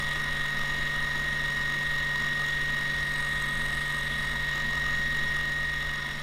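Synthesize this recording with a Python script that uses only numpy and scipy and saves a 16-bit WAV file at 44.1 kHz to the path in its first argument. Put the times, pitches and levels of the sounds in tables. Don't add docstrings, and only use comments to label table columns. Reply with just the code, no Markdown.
import sys
import numpy as np
from scipy import signal
from scipy.fft import rfft, irfft
from scipy.io import wavfile
from scipy.ndimage import uniform_filter1d, map_coordinates

SR = 44100
rng = np.random.default_rng(int(sys.argv[2]) if len(sys.argv) > 2 else 0)


def log_audio(samples):
    frames = np.atleast_2d(samples).T
    limited = np.clip(frames, -1, 1)
    pcm = np.round(limited * 32767).astype(np.int16)
    wavfile.write(sys.argv[1], SR, pcm)


N = 274346

TEETH = 13
CYCLE = 42
WHEEL, BELT = 7, 5
MESH = TEETH * CYCLE
STEADY_PER_S = 144.222

# (frequency [Hz], width [Hz], lift of the whirr [dB], relative strength of the ring to a knock [dB])
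SHELL = [(218.4, 44, 16, -24), (340.5, 25, 8.5, -15.5), (660, 217, 13, -41), (982, 43, 16.5, -28),
         (1238, 33, 1, 0), (1464, 118, 12, -18), (1910, 293, 13.5, -37), (2104, 64, -1, -7),
         (2906, 107, 4.5, -2), (3422, 220, 6.5, -3), (3840, 400, -9, -2.5), (4790, 340, -1, -7.5),
         (5240, 210, -24, -10.5), (6630, 190, 2, -11.5), (7600, 190, 2, -52), (8410, 87, 4.5, -20),
         (9000, 150, 1, -25), (10400, 140, -19, -38), (12040, 400, 3, -35), (13000, 300, -7, -13),
         (15000, 350, -4, -26)]


def gain_of(db):
    return 10 ** (np.asarray(db) / 20)


def evened(x):
    return x / np.sqrt(np.mean(x ** 2) + 1e-20)


def smoothed_twice(x, size):
    return uniform_filter1d(uniform_filter1d(x, size=size), size=size)


def curve(rows):
    time_s, values = np.transpose(rows)
    return np.interp(np.arange(N) / SR, time_s, values)


def resonate(x, hz, width_hz):
    turn = np.exp(2j * np.pi * np.cumsum(hz * np.ones(len(x))) / SR)
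    r = np.exp(-np.pi * abs(width_hz) / SR)
    return 2 * (turn * signal.lfilter([1 - r], [1, -r], x / turn)).real


def resonate_twice(x, hz, width_hz):
    return evened(resonate(resonate(x, hz, width_hz), hz, width_hz))


def speed():
    extra_per_s, settle_s = 1.4, .45
    left = np.clip(1 - np.arange(N) / SR / settle_s, 0, 1)
    return STEADY_PER_S + extra_per_s * left ** 2


def fade_db():
    from_s, db_per_s = 5.17, 2.5
    return -db_per_s * np.maximum(np.arange(N) / SR - from_s, 0)


def in_spell(outside_db, inside_db):
    # (time [s], share [0 to 1])
    spell = [(0, 0), (2.6, 0), (3.0, 0.2), (3.3, 1), (3.65, 1), (3.95, 1), (4.2, 0.5), (4.55, 0),
             (6.22, 0.02)]
    share = np.clip(curve(spell), 0, 1)
    return np.sqrt((1 - share) * gain_of(2 * outside_db) + share * gain_of(2 * inside_db))


def shell_colour(hz):
    # (frequency [Hz], relative level [dB])
    whirr_levels = [(41, -51), (70, -12.5), (148, -19), (189, -15.5), (786, -27.5), (1240, -12),
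                    (1350, -22), (1620, -18), (2330, -17), (3820, -13.5), (4380, -21.5), (15500, -38.5)]
    f, db = np.transpose(whirr_levels)
    base = gain_of(np.interp(np.log(hz + 1), np.log(f + 1), db, left=-80))
    lift = sum(gain_of(up_db) / (1 + (2 * (hz - mid) / width) ** 2) for mid, width, up_db, _ in SHELL)
    return base * (1 + lift)


def rumble(level_db=-38):
    # (frequency [Hz], relative level [dB])
    rumble_levels = [(4, -17), (9, 1), (26, -9), (33, -13.5), (60, -13), (90, -31.5), (140, -54)]
    hz = np.fft.rfftfreq(N, 1 / SR)
    f, db = np.transpose(rumble_levels)
    colour = gain_of(np.interp(np.log(hz + 1), np.log(f + 1), db, right=-120))
    noise = irfft(rfft(rng.standard_normal(N)) * colour, N)
    return gain_of(level_db + fade_db()) * evened(noise)


def hum(hz=58.5, middle_db=-50.5, swell_db=5, period_s=7.6, top_s=5.0):
    t = np.arange(N) / SR
    db = middle_db + swell_db * np.cos(2 * np.pi * (t - top_s) / period_s)
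    return gain_of(db) * np.sqrt(2) * np.sin(2 * np.pi * hz * t)


def whirr(level_db=-40, patchy_db=1.5, belt_db=0.5, wheel_db=1.3):
    frames, hz = N // 512 + 5, np.fft.rfftfreq(2048, 1 / SR)
    real, imaginary, patches = rng.standard_normal((frames, len(hz), 3)).T
    patches = uniform_filter1d(patches, size=30, axis=0)
    patches = evened(uniform_filter1d(patches, size=12, axis=1))
    spectrum = (real + 1j * imaginary) * shell_colour(hz)[:, None] * gain_of(patchy_db * patches)
    noise = signal.istft(spectrum, nperseg=2048, noverlap=1536)[1][:N]
    cycle_angle = 2 * np.pi * np.cumsum(speed()) / SR / CYCLE
    throb_db = belt_db * np.cos(BELT * cycle_angle) + wheel_db * np.cos(WHEEL * cycle_angle)
    return gain_of(level_db + fade_db() + throb_db) * evened(noise)


def squeal(gust_db=2.3, drift_db=1.5, ease_s=1.4):
    # (frequency [Hz], width of each ringing filter [Hz],
    # extra level at the start [dB], level outside the bright spell [dB], level inside it [dB])
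    squeals = [(5523, 355, -1, -57.5, -77), (8530, 79, 3, -71, -60.5), (9255, 140, 6.5, -66, -60.5),
               (10200, 84, 4, -72.5, -64)]
    gusts, drift = (evened(smoothed_twice(rng.standard_normal((len(squeals), N)), size))
                    for size in (500, 4000))
    rubs = rng.standard_normal(gusts.shape) * gain_of(gust_db * gusts + drift_db * drift)
    early = np.exp(-np.arange(N) / SR / ease_s)
    total = np.zeros(N)
    for rub, (hz, width_hz, start_db, outside_db, inside_db) in zip(rubs, squeals):
        gain = gain_of(start_db * early) * in_spell(outside_db, inside_db)
        total += gain * resonate_twice(rub, hz, width_hz)
    return total


def bobbin_blows(turns_per_s=45.8, run_db=1.5, jitter_ms=.2):
    # (time [s], lag [ms])
    lag = [(0, 24.8), (.8, 24.4), (1.2, 20.5), (2.802, 16.7), (4.399, 15), (6.22, 20.7)]
    # (time from the main knock [ms], relative level [dB], scatter [dB])
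    contacts = [(0, 1, 1.3), (-4.5, -6, 3), (-7.5, -7, 3.5), (2, -6, 3.5)]
    beat = np.arange(-1, int(N / SR * turns_per_s) + 1) / turns_per_s
    time_s, lag_ms = np.transpose(lag)
    main = beat + np.interp(beat, time_s, lag_ms) / 1000
    chance = rng.standard_normal((len(beat), len(contacts), 2))
    shift_ms, db, scatter_db = np.transpose(contacts)
    at = (main[:, None] + (shift_ms + jitter_ms * chance[..., 0]) / 1000) * SR
    runs = evened(uniform_filter1d(rng.standard_normal(len(beat)), size=4))[:, None]
    force = gain_of(db + scatter_db * np.clip(chance[..., 1], -2, 1.3) + run_db * runs)
    inside = (at >= 0) & (at < N)
    return np.bincount(at[inside].astype(int), force[inside], N)


def bobbin(drag_ms=1.2, rub=0.46, widen=1.33, bright_hz=2500):
    # (frequency [Hz], width of each ringing filter [Hz],
    # level outside the bright spell [dB], level inside it [dB])
    flange_chirps = [(6700, 990, -60, -60.5), (8150, 1000, -73, -54.5)]
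    blows = bobbin_blows()
    t = np.arange(2048) / SR
    rings = np.array([gain_of(hit_db) * np.exp(-np.pi * widen * width * t) * np.sin(2 * np.pi * f * t)
                      for f, width, _, hit_db in SHELL])
    high = np.transpose(SHELL)[0] > bright_hz
    dull, sharp = (signal.oaconvolve(blows, rings[part].sum(0))[:N] for part in (~high, high))
    knocks = in_spell(-43.5, -43.5) * evened(dull + in_spell(1, -2) * sharp)
    bursts = signal.oaconvolve(blows, np.exp(-t * 1000 / abs(drag_ms)))[:N]
    drag = bursts * rng.standard_normal(N)
    rubbed = drag + rub * rng.standard_normal(N)
    chirps = sum(in_spell(outside_db, inside_db) * resonate_twice(drag, hz, width_hz)
                 for hz, width_hz, outside_db, inside_db in flange_chirps)
    scrape = in_spell(-65, -60.5) * resonate_twice(rubbed, 11900, 2500)
    return gain_of(fade_db()) * (knocks + chirps + scrape)


def side_tones():
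    motor_orders = [1, 3, 4, 5, 6, 7, 10, 11, 12, 14, 15, 16, 17, 18, 19, 25, 26, 27, 28, 29, 38, 39]
    motor_db = [-42.5, -57.5, -62, -62.5, -66, -56, -57.5, -56.5, -50.5, -48.5, -49, -66, -69, -63, -62,
                -67.5, -50, -54, -57, -62, -64.5, -65.5]
    # (below [dB], above [dB])
    wheel_side_db = [(-10.5, -9), (-16.5, -13.5)]
    wheel_orders = [5, 10, 15, 23, 25, 41, 62, 68]
    wheel_db = [-62, -55, -63, -55.5, -68.5, -66.5, -61, -58.5]
    # (level below [dB], level above [dB])
    whine_wheel = [(-49.5, -47), (-57, -66)]
    # (level below [dB], level above [dB])
    whine_belt = [(-54, -50.5), (-67, -51.5), (-47.5, -77.5), (-54, -75), (-83, -66), (-54, -70),
                  (-57, -80), (-53, -63), (-60, -66)]
    tones = {}
    for step in range(1, len(whine_belt) + 1):
        for side, nearest_db in zip((-1, 1), (-63, -58.5)):
            tones[2 * MESH + side * step * BELT] = nearest_db - 1.2 * (step - 1)
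    for turns, db in zip(motor_orders, motor_db):
        middle = turns * CYCLE
        tones[middle] = db
        if turns > TEETH - 2:
            for step, (below_db, above_db) in enumerate(wheel_side_db, 1):
                tones[middle - step * WHEEL] = db + below_db
                tones[middle + step * WHEEL] = db + above_db
    tones.update({turns * WHEEL: db for turns, db in zip(wheel_orders, wheel_db)})
    for spacing, rows in ((WHEEL, whine_wheel), (BELT, whine_belt)):
        for step, (below_db, above_db) in enumerate(rows, 1):
            tones[MESH - step * spacing] = below_db
            tones[MESH + step * spacing] = above_db
    return tones


def cycle_pattern(repeat_db, top_hz, size=2 ** 15, wheel_swell=.5):
    bend_shares = [1, 1, .75, .5]
    order = np.arange(size // 2 + 1)
    hz = order * STEADY_PER_S / CYCLE
    rough = shell_colour(hz) * rng.rayleigh(1, len(hz)) * (hz > 150) / (1 + (hz / top_hz) ** 4)
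    heights = gain_of(repeat_db) * rough / np.linalg.norm(rough)
    levels = side_tones()
    heights[np.array(list(levels), int)] = gain_of(list(levels.values()))
    heights[MESH] = 0
    nearest = np.round(order / MESH).astype(int)
    apart = order - MESH * nearest
    angle = 2 * np.pi * rng.random(MESH)
    angle[BELT:5 * BELT:BELT] = angle[BELT] * np.arange(1, 5)
    from_wheel = (apart % WHEEL == 0) * (apart % CYCLE != 0)
    bend = np.take(bend_shares, nearest, mode="clip") - wheel_swell * from_wheel
    phase = np.sign(apart) * angle[abs(apart)] + np.pi / 2 * bend * (apart != 0)
    return irfft(heights * np.exp(1j * phase)) * size / np.sqrt(2)


def drive_train(repeat_db=-48, top_hz=6000, flutter_rad=0.18):
    # (time [s], level [dB])
    whine_levels = [(0.0, -31.5), (0.15, -33), (2.29, -30), (4.3, -33), (4.94, -30), (5.67, -31),
                    (6.08, -36.5), (6.22, -42)]
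    shake = evened(smoothed_twice(rng.standard_normal(N), 3000))
    turns = np.cumsum(speed()) / SR + flutter_rad * shake / (2 * np.pi * TEETH)
    pattern = cycle_pattern(repeat_db, top_hz)
    place = turns / CYCLE % 1 * len(pattern)
    tones = map_coordinates(pattern, [place], order=3, mode="grid-wrap")
    whine = gain_of(curve(whine_levels)) * np.sqrt(2) * np.cos(2 * np.pi * TEETH * turns)
    return whine + tones * gain_of(fade_db())


def scene():
    return (rumble() + hum() + whirr() + squeal() + bobbin() + drive_train())[None]


def record(dry):
    edge_hz = 15680
    low_pass = signal.firwin(1023, edge_hz, window=("kaiser", 9), fs=SR)
    return signal.oaconvolve(dry, low_pass[None], "same")


dry = scene()
out = record(dry)
log_audio(out)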